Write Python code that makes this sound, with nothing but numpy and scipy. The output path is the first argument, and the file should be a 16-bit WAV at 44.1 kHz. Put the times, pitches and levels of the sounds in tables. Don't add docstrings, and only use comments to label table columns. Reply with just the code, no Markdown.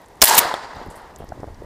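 import sys
import numpy as np
from scipy import signal
from scipy.fft import rfft, irfft
from scipy.io import wavfile
from scipy.ndimage import uniform_filter1d

SR = 44100
rng = np.random.default_rng(int(sys.argv[2]) if len(sys.argv) > 2 else 0)


def store_pcm(level_fs):
    pcm = np.round(np.clip(level_fs, -1, 1) * 32767).astype(np.int16)
    wavfile.write(sys.argv[1], SR, np.atleast_2d(pcm).T)


def makeup_ratio(level_db):
    decades = np.asarray(level_db, float) / 20
    return 10 ** decades


N = 72765

# (time [s], level [dB], pitch [Hz], length [cycles])
PUSHES = [(0.2219, -5.5, 660, 1.7), (.225, 3, 910, 1.8), (0.2335, -10, 884, 0.82), (0.2337, -7, 830, 1.02),
          (.237, -17, 664, 8.1), (0.3749, -19.5, 910, 2), (.4555, -14.5, 724, 3.8), (.515, -14.5, 894, 3.2),
          (0.5417, -23.5, 3530, 6.7), (0.4547, -26, 330, 2.2), (0.7687, -34, 300, 1.5),
          (.816, -32, 330, 1.6), (.865, -31.5, 330, 1.5), (.964, -51, 8730, 70), (.875, -32, 330, 1.1),
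          (0.887, -34, 350, 1.1), (1.305, -32.5, 300, 1.47), (0.543, -21, 900, 0.98),
          (1.2037, -29, 490, 1.1), (1.2223, -29, 700, 1.3), (1.231, -31, 706, 2.15), (1.271, -41, 800, 2.2),
          (1.3772, -33.5, 450, 1.38), (1.3802, -34, 450, 0.92), (1.362, -40, 598, 1),
          (1.398, -38, 913, 1.2), (1.4017, -30.5, 406, 1.3), (1.42, -46, 496, 1.1),
          (1.4331, -19.5, 553, 0.97), (1.4428, -21.5, 495, 0.92), (1.477, -29.5, 450, .9),
          (1.6192, -32.5, 417, 1.02), (1.6223, -27, 445, 1.3), (1.6245, -34.5, 418, 1.1),
          (1.6455, -34.5, 520, 2.3)]
# (time [s], level [dB], pitch [Hz], length [cycles])
PULLS = [
    (.2208, -4, 710, 0.56),
    (.541, -10, 740, 1.6),
    (1.2071, -25, 420, 0.87),
    (1.2422, -26, 478, 0.7),
    (1.3226, -20.5, 706, 3),
    (1.485, -29, 647, 1.94),
]
# (time [s], length [s], level [dB], colour centre [Hz])
CLATTER = [(0.21, 0.0036, -37, 5820), (0.217, 0.0036, 6.5, 5600), (0.2226, 0.0025, 6.5, 5340),
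           (0.2256, 0.0017, 2, 9100), (0.2347, 0.0053, -13.5, 9000), (0.2393, 0.003, -2, 9600),
           (0.243, 0.003, -5, 12500), (0.2461, 0.0012, -8.5, 11000), (0.255, 0.0016, -6, 9600),
           (0.2615, 0.0048, -16, 13000), (0.272, 0.01, -17.5, 3870), (0.276, 0.015, -17, 12200),
           (0.289, 0.0026, -16, 9000), (0.2927, 0.0066, -13.5, 7100), (0.335, .005, -21.5, 11000),
           (0.346, 0.0014, -14, 7920), (0.351, 0.00086, -11, 8114), (0.353, 0.0024, -15.5, 13000),
           (0.3691, 0.0033, -12.5, 12000), (0.382, 0.0028, -7, 4500), (0.3823, 0.0034, -5.5, 8000),
           (0.378, 0.002, 0.5, 12300), (0.3801, 0.006, -4, 13000), (0.3871, 0.0048, -1.5, 12800),
           (0.391, .003, -12, 13100), (0.394, .003, -20, 12100), (0.4, 0.001, -17.5, 8400)]
# (frequency [Hz], level [dB])
METAL_BODY = [(180, -43.5), (300, -19.5), (700, -8), (2500, -1), (5600, -0.5), (8000, -3), (12500, -2.5),
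              (15500, 1)]
# (frequency [Hz], level [dB])
RATTLE_COLOUR = [(880, -29.5), (1700, 1), (2440, -2.5), (5290, -1.5), (9000, -4), (12400, -10),
                 (15300, -14.5)]
# (frequency [Hz], level [dB])
ECHO_COLOUR = [(100, -37.5), (430, -10.5), (920, -0.5), (1300, -6.5), (1900, -6.5), (2400, -16.5),
               (4800, -13.5), (6000, -23)]
# (frequency [Hz], time [s])
ECHO_T60 = [(200, 1.96), (700, 1.363), (1500, 1.164), (3000, 1.02), (5000, 0.98), (7000, 0.98),
            (12000, 0.48)]
# (time [s], level [dB])
SHORE = [(.222, -19.5), (.243, -27), (.262, -33), (.283, -20.5), (.31, -16), (.41, -16), (.52, -17),
         (.6, -19.5), (.75, -17.5), (1.0, -9.5), (1.6, -12)]
# (time [s], level [dB], quickness [Hz])
HEAVES = [(0.2347, -26, 120), (0.4571, -27, 168), (0.5393, -25, 300), (0.7674, -26.5, 102),
          (.8151, -34.5, 90.5), (0.8633, -39, 130), (0.876, -25, 127), (0.8868, -24.5, 160),
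          (0.974, -37, 107.2), (1.1882, -37, 102.3), (1.2031, -33, 111.5), (1.2361, -34, 70),
          (1.2855, -34, 44.8), (1.303, -36, 140), (1.33, -33, 145), (1.358, -36, 151), (1.364, -34, 90),
          (1.3965, -27, 131), (1.4064, -34, 59.8), (1.4762, -30, 120), (1.4893, -38, 58), (1.509, -29, 70),
          (1.581, -33, 60), (1.6053, -26, 109), (1.646, -32.5, 60.5)]
# (time [s], level [dB], quickness [Hz])
DENTS = [(0.2207, -29, 163), (0.2265, -23.5, 80), (0.242, -29, 130), (0.4588, -32, 140), (0.5426, -35, 150),
         (0.771, -30, 90), (0.8706, -32, 129), (0.8742, -24, 140), (0.8843, -39, 90), (0.93, -41, 60),
         (1.04, -36, 82), (1.123, -41.5, 58), (1.2184, -29.5, 90), (1.2273, -27, 120.4),
         (1.2419, -34, 108.9), (1.2954, -34, 51), (1.3079, -35, 120), (1.3236, -26, 173), (1.355, -43, 82),
         (1.3703, -42.5, 110), (1.3929, -31.5, 89.7), (1.4027, -33, 118.7), (1.4168, -54, 100.4),
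         (1.431, -24.5, 170), (1.4623, -38.5, 97), (1.472, -41, 118.8), (1.4819, -29, 80),
         (1.526, -28, 110), (1.6163, -34.5, 60.1)]
# (time [s], length [s], level [dB], colour centre [Hz])
TICKS = [(0.059, 0.0032, -52, 7900), (0.169, .004, -58, 9000), (.497, .002, -41, 8500),
         (.5395, 0.0033, -28.5, 3520), (.54, 0.0042, -36, 7340), (0.749, 0.0031, -43, 4150),
         (0.766, 0.003, -43.5, 3770), (.756, .002, -51.5, 11000), (0.828, 0.0026, -58.5, 12940),
         (0.86, .004, -53, 11200), (0.874, .002, -57, 10860), (0.901, 0.026, -49, 8140),
         (0.956, 0.026, -49.5, 9840), (1.16, 0.004, -45.5, 6560), (1.403, .004, -52.5, 6040),
         (1.633, .004, -57, 11030), (1.185, 0.025, -57.5, 9700), (1.138, 0.0042, -52, 2120),
         (0.044, 0.0037, -52.5, 3260), (1.018, .005, -54.5, 8000), (1.188, 0.056, -57, 2780),
         (1.245, 0.0019, -50, 11900), (1.2685, .003, -54, 4480), (1.544, 0.0057, -52.5, 4950)]
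# (time [s], level [dB], colour centre [Hz])
CRACKS = [
    (.0165, -47, 13500),
    (.0845, -47, 9000),
    (.089, -52, 14000),
    (.156, -50, 9000),
    (.5402, -26, 4200),
    (1.1597, -42, 7000),
    (1.1612, -35, 6100),
    (1.186, -43, 12000),
    (1.289, -43, 6000),
    (1.2912, -40, 4000),
]
# (frequency [Hz], level [dB])
WIND_COLOUR = [(12, -35), (20, 5), (87, 5.5), (257, -3), (387, -1.5), (809, -18.5), (1200, -46),
               (1560, -67.5), (2640, -120)]
# (time [s], level [dB])
GUSTS = [(0.0, -60), (0.182, -54.5), (0.228, -65), (0.26, -49), (0.44, -63), (0.458, -47), (0.482, -56),
         (0.738, -57.5), (0.766, -45.5), (0.844, -49), (0.868, -44), (0.996, -59), (1.16, -49), (1.22, -47),
         (1.27, -52), (1.35, -45), (1.548, -50), (1.65, -50)]
# (frequency [Hz], level [dB])
AIR_COLOUR = [(60, -16.5), (340, -4), (950, -2.5), (1400, -13.5), (1900, -9.5), (2400, -21), (5200, -23.5),
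              (15300, -35)]


def evened(x):
    return x / np.sqrt(np.mean(x ** 2) + 1e-20)


def read(points, hz):
    f, value = np.transpose(points)
    return np.interp(np.log(hz + 1), np.log(f + 1), value)


def curve(points, t):
    return np.interp(t, *np.transpose(points))


def add(mix, s, sound):
    part = mix[round(s * SR):][:len(sound)]
    part += sound[:len(part)]


def add_centred(mix, s, sound):
    add(mix, s - 2048 / SR, sound)


def coloured(shape, count):
    hz = np.fft.rfftfreq(count, 1 / SR)
    return evened(irfft(rfft(rng.standard_normal(count)) * makeup_ratio(read(shape, hz)), count))


def lumps(ms, depth_db):
    width = max(int(ms * SR / 1000), 2)
    smooth = uniform_filter1d(uniform_filter1d(rng.standard_normal(N), width), width)
    return makeup_ratio(depth_db * evened(smooth))


def blow(db, hz, cycles):
    u = np.arange(-2048, 2048) / SR * hz
    push = np.exp(-(u / (0.47 * cycles)) ** 2) * np.cos(2 * np.pi * u + 0.5)
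    snap = np.exp(-(u / (0.26 * cycles)) ** 2) * np.cos(2 * np.pi * 2.04 * u + 0.21)
    return makeup_ratio(db) * (push + makeup_ratio(-11.5) * snap)


def muzzle_blows():
    mix = np.zeros(N)
    for s, *row in PUSHES:
        add_centred(mix, s, blow(*row))
    for s, *row in PULLS:
        add_centred(mix, s, -blow(*row))
    return mix


def burst(length, db, centre_hz, body_db, width, t60):
    t, hz = np.arange(4096) / SR, np.fft.rfftfreq(4096, 1 / SR)
    body = makeup_ratio(read(METAL_BODY, hz) + body_db)
    colour = np.exp(-0.5 * (np.log((hz + 1) / centre_hz) / width) ** 2)
    noise = evened(irfft(rfft(rng.standard_normal(4096)) * (body + colour)))
    rise = np.minimum(t / 0.0003, 1)
    return noise * rise * makeup_ratio(db - 60 * np.maximum(t - length, 0) / t60)


def action_clatter():
    mix = np.zeros(N)
    for s, *row in CLATTER:
        add(mix, s, burst(*row, body_db=-4, width=0.16, t60=0.007))
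    return mix


def rattle():
    t = np.arange(N) / SR
    start, end, t60 = 0.229, 0.39, 0.16
    travel = np.clip((t - start) / (end - start), 0, 1)
    db = -21 - 1.5 * travel - 60 * np.maximum(t - end, 0) / t60
    return coloured(RATTLE_COLOUR, N) * lumps(0.57, 2.5) * makeup_ratio(db) * (t > start)


def echo_wash(fade_start):
    frames, hz = N // 64 + 5, np.fft.rfftfreq(256, 1 / SR)
    t = np.arange(frames) * 64 / SR
    a, b = rng.standard_normal((frames, 129, 2)).T
    steady = (a + 1j * b) * makeup_ratio(read(ECHO_COLOUR, hz)[:, None])
    loss_db = -60 * np.maximum(t - fade_start, 0) / read(ECHO_T60, hz)[:, None]
    undamped = signal.istft(steady, nperseg=256, noverlap=192)[1][:N]
    wash = signal.istft(steady * makeup_ratio(loss_db), nperseg=256, noverlap=192)[1][:N]
    return wash / np.std(undamped)


def housing_grains(fade_start):
    hz, width_hz, grains_per_s, t60 = 930, 260, 200, 0.97
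    t, u = np.arange(N) / SR, np.arange(600) / SR
    draw = rng.random((N, 2))
    clicks = (draw[:, 0] < grains_per_s / SR) * (2 * draw[:, 1] - 1)
    ring = u * np.exp(-np.pi * width_hz * u) * np.sin(2 * np.pi * hz * u)
    fade = makeup_ratio(-4 - 60 * np.maximum(t - fade_start, 0) / t60)
    return evened(signal.oaconvolve(clicks, ring)[:N]) * fade


def echo():
    t, fade_start = np.arange(N) / SR, 0.31
    returns = echo_wash(fade_start) * lumps(12.0, 1.5) + housing_grains(fade_start)
    return returns * makeup_ratio(curve(SHORE, t)) * (t > SHORE[0][0])


def bump(db, hz):
    u = abs(np.arange(-2048, 2048) / SR * hz)
    swing = np.exp(-np.log(2) * (4.5 * u) ** 1.2)
    rebound = 0.4 * np.exp(-11 * (u / 2.2) ** 2)
    return makeup_ratio(db + 2.5) * (swing - rebound)


def housing_bumps():
    mix = np.zeros(N)
    for s, *row in HEAVES:
        add_centred(mix, s, bump(*row))
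    for s, *row in DENTS:
        add_centred(mix, s, -bump(*row))
    return mix


def hand_ticks():
    mix = np.zeros(N)
    for s, length, *row in TICKS:
        add(mix, s, burst(0.21 * length, *row, body_db=-22, width=0.24, t60=5.5 * length))
    return mix


def cracks():
    mix = np.zeros(N)
    for s, *row in CRACKS:
        add(mix, s, burst(0.0004, *row, body_db=-10, width=0.3, t60=0.004))
    return mix


def crackle():
    draw = rng.random((N, 2))
    hits = (draw[:, 0] < 45 / SR) * makeup_ratio(8.9 * draw[:, 1])
    fade = makeup_ratio(-60 * np.arange(800) / SR / 0.014)
    shape = signal.oaconvolve(hits, fade)[:N]
    return makeup_ratio(-72) * shape * coloured([(2500, -31.5), (5000, -0.5), (15000, -5.0)], N)


def wind():
    strength = makeup_ratio(curve(GUSTS, np.arange(N) / SR) + 2.5)
    return coloured(WIND_COLOUR + [(4000, -61)], N) * lumps(8.0, 1.6) * strength


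def still_air():
    return makeup_ratio(-46.5 - 2.5) * coloured(AIR_COLOUR, N) * lumps(30.0, 0.94)


def scene():
    shot = muzzle_blows() + action_clatter() + rattle() + echo()
    handling = housing_bumps() + hand_ticks() + cracks() + crackle()
    mix = shot + handling + wind() + still_air()
    return mix[None]


def roll_off(x):
    return signal.sosfilt(signal.butter(12, 16040, fs=SR, output="sos"), x)


def record(dry):
    overload, edge_hz = 0.91, 15300
    edge = signal.firwin(255, edge_hz, window=("kaiser", 7), fs=SR)[None]
    limited = signal.oaconvolve(np.clip(dry, -overload, overload), edge, "same")
    return roll_off(np.clip(limited, -1, 1))


dry = scene()
out = record(dry)
store_pcm(out)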